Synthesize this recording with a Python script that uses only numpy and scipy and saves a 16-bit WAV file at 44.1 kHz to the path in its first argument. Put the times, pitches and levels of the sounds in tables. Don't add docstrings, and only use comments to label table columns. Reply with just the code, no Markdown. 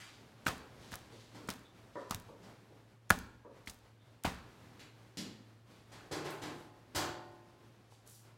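import sys
import numpy as np
from scipy import signal
from scipy.fft import rfft, irfft
from scipy.io import wavfile

SR = 44100
rng = np.random.default_rng(int(sys.argv[2]) if len(sys.argv) > 2 else 0)


def store_wav(level_fs):
    pcm = np.round(np.clip(np.atleast_2d(level_fs), -1, 1) * 32767)
    wavfile.write(sys.argv[1], SR, pcm.T.astype(np.int16))


N = 369116
T = np.arange(int(.5 * SR)) / SR
CLICK = signal.unit_impulse(len(T))


def amp(db):
    return 10 ** (np.asarray(db) / 20)


def unit(x):
    return x / np.sqrt(np.sum(x ** 2) + 1e-18)


def add(track, s, x):
    i = max(int(s * SR), 0)
    track[i:i + len(x)] += x[:N - i]


def band(x, hz, width_hz):
    w = 2 * np.pi * min(hz, .45 * SR) / SR
    a = np.sin(w) * width_hz / hz / 2
    return signal.lfilter([a, 0, -a], [1 + a, -2 * np.cos(w), 1 - a], x)


def butter(x, order, hz, kind="low"):
    return signal.sosfilt(signal.butter(order, hz, kind, fs=SR, output="sos"), x)


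def along(points, hz):
    f, v = np.transpose(points)
    return np.interp(np.log(hz + 1), np.log(f), v)


def walk(rate_hz):
    return np.interp(np.arange(N) / SR * rate_hz, np.arange(400), rng.standard_normal(400))


def ring(hz, decay_ms):
    return np.sin(2 * np.pi * hz * T) * np.exp(-T * 1000 / decay_ms)


def smear(x, shape):
    arrivals = rng.standard_normal(len(T)) * shape
    phase = np.angle(rfft(arrivals, 2 * len(T)))
    flat = irfft(np.exp(1j * phase))[:len(T)]
    return signal.fftconvolve(x, unit(flat))[:len(x)]


def contact(x, length_ms):
    u = T * 1000 / length_ms
    return smear(x, u * np.exp(-2 * u))


def grains(length_ms, spread_db):
    u = 4 * T * 1000 / length_ms
    clicks = rng.standard_normal(len(T)) * amp(spread_db * np.minimum(rng.exponential(size=len(T)), 5))
    return clicks / clicks.std() * u * np.exp(1 - u)


# f/Hz, t60/s
ROOM_DECAY = [(60, 0.78), (200, 0.6), (450, 0.8), (1000, 0.72), (2000, 0.58), (4500, 0.55), (8000, 0.37),
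              (15000, 0.35)]
def room(x, build_ms):
    t = np.arange(int(1.2 * SR)) / SR
    spectrum, hz = rfft(rng.standard_normal(len(t))), np.fft.rfftfreq(len(t), 1 / SR)
    edges = np.append(0, np.geomspace(90, SR / 2, 12))
    tail = np.zeros(len(t))
    for lo, hi in zip(edges, edges[1:]):
        noise = irfft(spectrum * ((hz >= lo) & (hz < hi)), len(t))
        tail += noise * amp(-60 * t / along(ROOM_DECAY, (lo + hi) / 2))
    onset = 1 - np.exp(-(t * 1000 / build_ms) ** 2)
    return signal.fftconvolve(x, unit(tail * onset))[:N]


# f/Hz, relative level/dB
ROOM_SPECTRUM = [(25, -15), (45, -3), (80, -4.5), (115, 4), (160, -2), (230, -1), (300, -3), (500, -6.5),
                 (1200, -12), (2500, -17.5), (4200, -21), (8000, -29), (12000, -32.5), (16000, -38)]
# t/s, level/dB
BUSTLE_LEVELS = [(0, -62), (.8, -58), (1.4, -58.5), (1.8, -63.5), (2.6, -63), (3, -65), (4.1, -65.5),
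                 (4.7, -59), (5.5, -64), (5.9, -60.5), (7.8, -63.5), (8.37, -64.5)]
def room_tone():
    shape = amp(along(ROOM_SPECTRUM, np.fft.rfftfreq(N, 1 / SR)))
    air = irfft(rfft(rng.standard_normal(N)) * shape, N)
    level_db = np.interp(np.arange(N) / SR, *np.transpose(BUSTLE_LEVELS)) + 2.2 * walk(14)
    return amp(level_db) * air / air.std()


def machine_hum(hz=112.8, db=-66.5):
    phase = 2 * np.pi * np.cumsum(hz + 1.5 * walk(12)) / SR
    return np.sqrt(2) * np.sin(phase) * amp(db + 1.6 * walk(5))


# multiple of the lowest, relative level/dB, decay/ms
HOLLOW_MODES = [(1, 6, 1.1), (1.4, -3, 1.5), (1.85, 2.5, 3), (2.2, -2.5, 2), (3.45, -4.5, 2.2)]
# t/s, level/dB, lowest mode f/Hz
HOLLOW_KNOCKS = [(.585, -27, 453), (1.115, -28, 440), (1.954, -12.5, 526), (2.282, -24.5, 490),
                 (2.695, -29.5, 420), (3.445, -23.5, 508)]
def knocks():
    out = np.zeros(N)
    for s, db, hz in HOLLOW_KNOCKS:
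        hardness = 2 ** ((db + 25.5) / 12.5)
        body = sum(amp(mode_db) * unit(band(ring(k * hz, decay_ms), k * hz, hz))
                   for k, mode_db, decay_ms in HOLLOW_MODES)
        body = butter(body, 3, hz=1000 * hardness)
        add(out, s, amp(db) * unit(contact(body, length_ms=11 / hardness)))
    return out


def rustle(db, length_ms, hz, width_hz):
    cloud = grains(length_ms, spread_db=6)
    return amp(db) * np.linalg.norm(cloud) * unit(band(band(cloud, hz, width_hz), hz, width_hz))


# t/s, rms level/dB, length/ms
GLOVE_RUBS = [(.01, -61, 210), (.778, -62.5, 350), (1.098, -63, 310), (1.92, -65.5, 260), (5.66, -73, 250)]
# t/s, rms level/dB, length/ms
GLOVE_SQUEAKS = [(1.64, -68, 62), (3.99, -74, 69)]
def gloves():
    out = np.zeros(N)
    for s, db, length_ms in GLOVE_RUBS:
        add(out, s, rustle(db, length_ms, hz=3240, width_hz=5700))
    for s, db, length_ms in GLOVE_SQUEAKS:
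        add(out, s, rustle(db, length_ms, hz=3550, width_hz=470))
    return out


# t/s, rms level/dB, envelope length/ms, centre f/Hz
SPICE_THROWS = [(6.11, -70, 1400, 6840), (6.304, -53, 13, 11000), (6.951, -46.5, 50, 11900),
                (7.897, -70, 110, 5260), (8.055, -59, 172, 8000)]
def spice():
    out = np.zeros(N)
    for s, db, length_ms, hz in SPICE_THROWS:
        add(out, s, rustle(db, length_ms, hz, 1.9 * hz))
    return out


# t/s, level/dB, f/Hz, decay/ms
PLASTIC_TAPS = [(7.9235, -46, 800, 1.4), (7.9500, -54, 3500, 0.7)]
def tub():
    out = np.zeros(N)
    for s, db, hz, decay_ms in PLASTIC_TAPS:
        add(out, s, amp(db) * ring(hz, decay_ms))
    return out


def smack(hz, width):
    return unit(band(CLICK, hz, width * hz))


def thud(hz, width):
    return unit(band(smack(hz, width), hz, 2 * hz))


def splash(length_ms):
    return contact(smack(5000, width=.9), length_ms)


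# t/s, smack level/dB, smack f/Hz, thud level/dB, thud f/Hz
DISTANT_SLAPS = [(.001, -20, 1800, -33, 200), (1.347, -24.5, 945, -21, 300), (2.43, -29.5, 790, -29.5, 186),
                 (4.794, -25, 2180, -31, 287), (5.171, -12, 3580, -10.5, 222)]
def distant_slaps(contact_ms=2.6, splash_db=-7.5):
    out = np.zeros(N)
    for s, db, hz, thud_db, thud_hz in DISTANT_SLAPS:
        wet = contact(smack(hz, width=.99), contact_ms) + amp(splash_db) * splash(contact_ms)
        add(out, s, amp(db) * wet + amp(thud_db) * thud(thud_hz, width=.34))
    return out


# f/Hz, relative level/dB, t60/s
TABLE_MODES = [(149.7, 0.5, 1.02), (328.7, 1.5, 0.54), (347, -4, 1.64), (389, -2, 1.27), (425, -9, 0.64),
               (532, -6.5, 1), (585, -2.5, 1.36), (617, -5, 1.4), (736, -3.5, 1.2), (848, -3, 1.3),
               (893, -2, 1.16), (960, -15, 1.2), (1040, -5, 1.4), (1074, -7, 1.07), (1250, -18, 1.4),
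               (1465, -4.5, 0.98), (1610, -25, 0.83), (1860, -9, 1.07)]
def table_ring(scatter_db=2.5, rise_s=.011):
    t = np.arange(SR) / SR
    modes = np.zeros(SR)
    for hz, db, t60 in TABLE_MODES:
        fade = amp(db + scatter_db * rng.standard_normal() - 60 * t / t60)
        modes += fade * np.sin(2 * np.pi * (hz * t + rng.uniform()))
    return unit(modes) * (1 - np.exp(-t / rise_s))


# t/s, smack, splash and thud level/dB, thud f/Hz, boom level/dB, boom f/Hz
TABLE_BUMPS = [(5.917, -23, -29, -29.5, 335, -39, 150), (6.112, -11.5, -15, -8.5, 350, -14.5, 149),
               (6.245, -13, -40, -15, 340, -26, 162), (6.417, -13.5, -21.5, -13, 274, -21, 140),
               (6.948, -4.5, -5.5, -10.5, 282, -12.5, 106), (8.238, -35.5, -50, -41, 300, -54, 150)]
def table_bumps(contact_ms=9.5, rebound_s=.043, rebound_db=-7):
    blows, ringing = np.zeros(N), np.zeros(N)
    for s, db, splash_db, thud_db, thud_hz, boom_db, boom_hz in TABLE_BUMPS:
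        body = amp(thud_db) * thud(thud_hz, width=.39)
        for lag, gain in (0, 1), (rebound_s, amp(rebound_db)):
            hit = amp(db) * contact(smack(1035, width=1.28), contact_ms)
            add(blows, s + lag, gain * (hit + body))
        add(blows, s, amp(splash_db) * splash(contact_ms))
        add(blows, s, amp(boom_db) * thud(boom_hz, width=.35))
        add(ringing, s, amp(db + .5) * table_ring())
    return blows, ringing


def tray_echoes(x, decay_ms=9, db=-14):
    scatter = smear(x, np.exp(-T * 1000 / decay_ms) * (T > .002))
    return amp(db) * butter(scatter, 1, [300, 4500], "band")


# t/s, level/dB, f/Hz, decay/ms
AIR_POCKETS = [(.467, -15.5, 1510, 2), (0.4818, -26, 1260, 2.2), (.9193, -35, 1680, 0.72),
               (.9386, -27.5, 1610, 0.62), (1.4876, -24, 1280, 0.85), (2.11, -23, 1200, 1.5),
               (2.1231, -29.5, 1070, 1.8), (3.1035, -11.5, 1590, 2), (3.107, -2.5, 1470, 0.77),
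               (3.6737, -30.5, 2090, 1.25), (4.2462, -27.5, 1485, 2.4), (4.2503, -22.5, 758, 4.8)]
def air_pops(glide=.12, rise_s=.00007):
    out = np.zeros(N)
    for s, db, hz, decay_ms in AIR_POCKETS:
        fade = np.exp(-T * 1000 / decay_ms)
        phase = 2 * np.pi * np.cumsum(hz * (1 + glide * (.5 - fade))) / SR
        add(out, s, amp(db) * np.sin(phase) * fade * (1 - np.exp(-T / rise_s)))
    return out


def snap(db, hz, decay_ms=.31):
    burst = smear(CLICK, np.exp(-T * 1000 / decay_ms))
    return amp(db) * np.sqrt(2) * unit(band(burst, hz, 2.6 * hz))


# t/s, level/dB, centre f/Hz
FILM_SNAPS = [(.472, -21, 10000), (0.4856, -24, 4500), (0.92, -33, 5000), (.9414, -29, 6500),
              (.956, -25, 9500), (1.491, -25.5, 5000), (1.5028, -22, 5500), (2.1098, -17.5, 4180),
              (2.1466, -19, 4430), (3.1036, -8, 7450), (3.108, -11.5, 4000), (3.1888, -29.5, 6000),
              (4.2375, -27, 6980)]
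def film_snaps():
    out = np.zeros(N)
    for s, db, hz in FILM_SNAPS:
        add(out, s, snap(db, hz))
    return out


def sticky_ticks(landings, count=4, mean_wait_s=.05, fade_db_per_s=90.5):
    out = np.zeros(N)
    for s, *_ in landings:
        for wait, db in zip(rng.exponential(mean_wait_s, count), rng.normal(-39, 3, count)):
            add(out, s + wait, snap(db - fade_db_per_s * wait, hz=7000))
    return out


def squelch(db, length_ms, hz):
    cloud = grains(length_ms, spread_db=4.5)
    return amp(db) * np.linalg.norm(cloud) * unit(band(cloud, hz, .72 * hz))


# t/s, thud level/dB, thud f/Hz,
# tray sag level/dB, squelch level/dB, squelch length/ms, squelch f/Hz, room clap level/dB
FILLET_LANDINGS = [(.462, -20, 266, -42, -36.5, 17, 2400, -17.5),
                   (.476, -28, 138, -34, -39.5, 16, 3500, -18.5),
                   (.922, -33.5, 195, -40, -50, 27, 3400, -27.5),
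                   (1.486, -25, 222, -53, -40, 12, 1950, -25.5), (1.501, -40, 220, -50, -43, 15, 4700, -37),
                   (2.107, -27, 212, -39, -42.5, 16, 4300, -23.5),
                   (2.143, -33.5, 106, -45, -53, 12, 4000, -45),
                   (3.105, -15, 211, -24.5, -29, 4.5, 3600, -16),
                   (3.671, -38, 245, -40, -48.5, 19, 3200, -34),
                   (3.695, -43, 201, -50.5, -47.5, 13.4, 5900, -47),
                   (4.246, -21, 243, -27.5, -37.5, 19, 2200, -14.5),
                   (4.271, -24, 159, -39, -58, 20, 2480, -25)]
def close_slaps(thud_cycles=.69, thud_room_db=-9, squelch_room_db=-11):
    near, sent = np.zeros(N), np.zeros(N)
    onset = 1 - np.exp(-T / .001)
    for s, thud_db, thud_hz, sag_db, wet_db, wet_ms, wet_hz, clap_db in FILLET_LANDINGS:
        wet = squelch(wet_db, wet_ms, wet_hz)
        brush = rustle(db=-58.5, length_ms=10, hz=6000, width_hz=12000)
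        add(near, s - .012, brush)
        slosh = squelch(clap_db - 23.5, length_ms=55, hz=776)
        add(near, s, wet + slosh)
        add(sent, s, amp(clap_db) * smack(1150, width=.8))
        add(sent, s, amp(squelch_room_db) * np.linalg.norm(wet) * smack(wet_hz, width=2))
        flesh = amp(thud_db) * ring(thud_hz, decay_ms=1000 * thud_cycles / thud_hz)
        sag = amp(sag_db) * ring(hz=60.16, decay_ms=7.8)
        for lag_s, weight in (.0025, flesh), (.009, sag):
            add(near, s + lag_s, onset * weight)
            add(sent, s + lag_s, amp(thud_room_db) * onset * weight)
    return near, sent


def scene():
    slaps, slaps_sent = close_slaps()
    pops = air_pops()
    snaps = sticky_ticks(FILLET_LANDINGS) + film_snaps()
    near = slaps + pops + snaps
    near += tray_echoes(near)
    taps, far_slaps = tub(), distant_slaps()
    bumps, ringing = table_bumps()
    far = butter(far_slaps + bumps, 1, hz=11000)
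    hollow, rustles = knocks(), gloves() + spice()
    direct = near + taps + ringing + amp(-11) * far + amp(-5) * hollow + amp(-4) * rustles
    near_sent = slaps_sent + amp(-27) * pops + amp(-19) * snaps + amp(-6) * taps
    reflected = room(near_sent, build_ms=4) + room(far, build_ms=4.4)
    reflected += room(hollow + amp(-3) * rustles, build_ms=1)
    return (direct + reflected + room_tone() + machine_hum())[None]


def record(dry):
    thin = butter(dry, 2, 35, "high")
    return signal.sosfilt(signal.ellip(8, .2, 70, 15900, fs=SR, output="sos"), thin)


dry = scene()
out = record(dry)
store_wav(out)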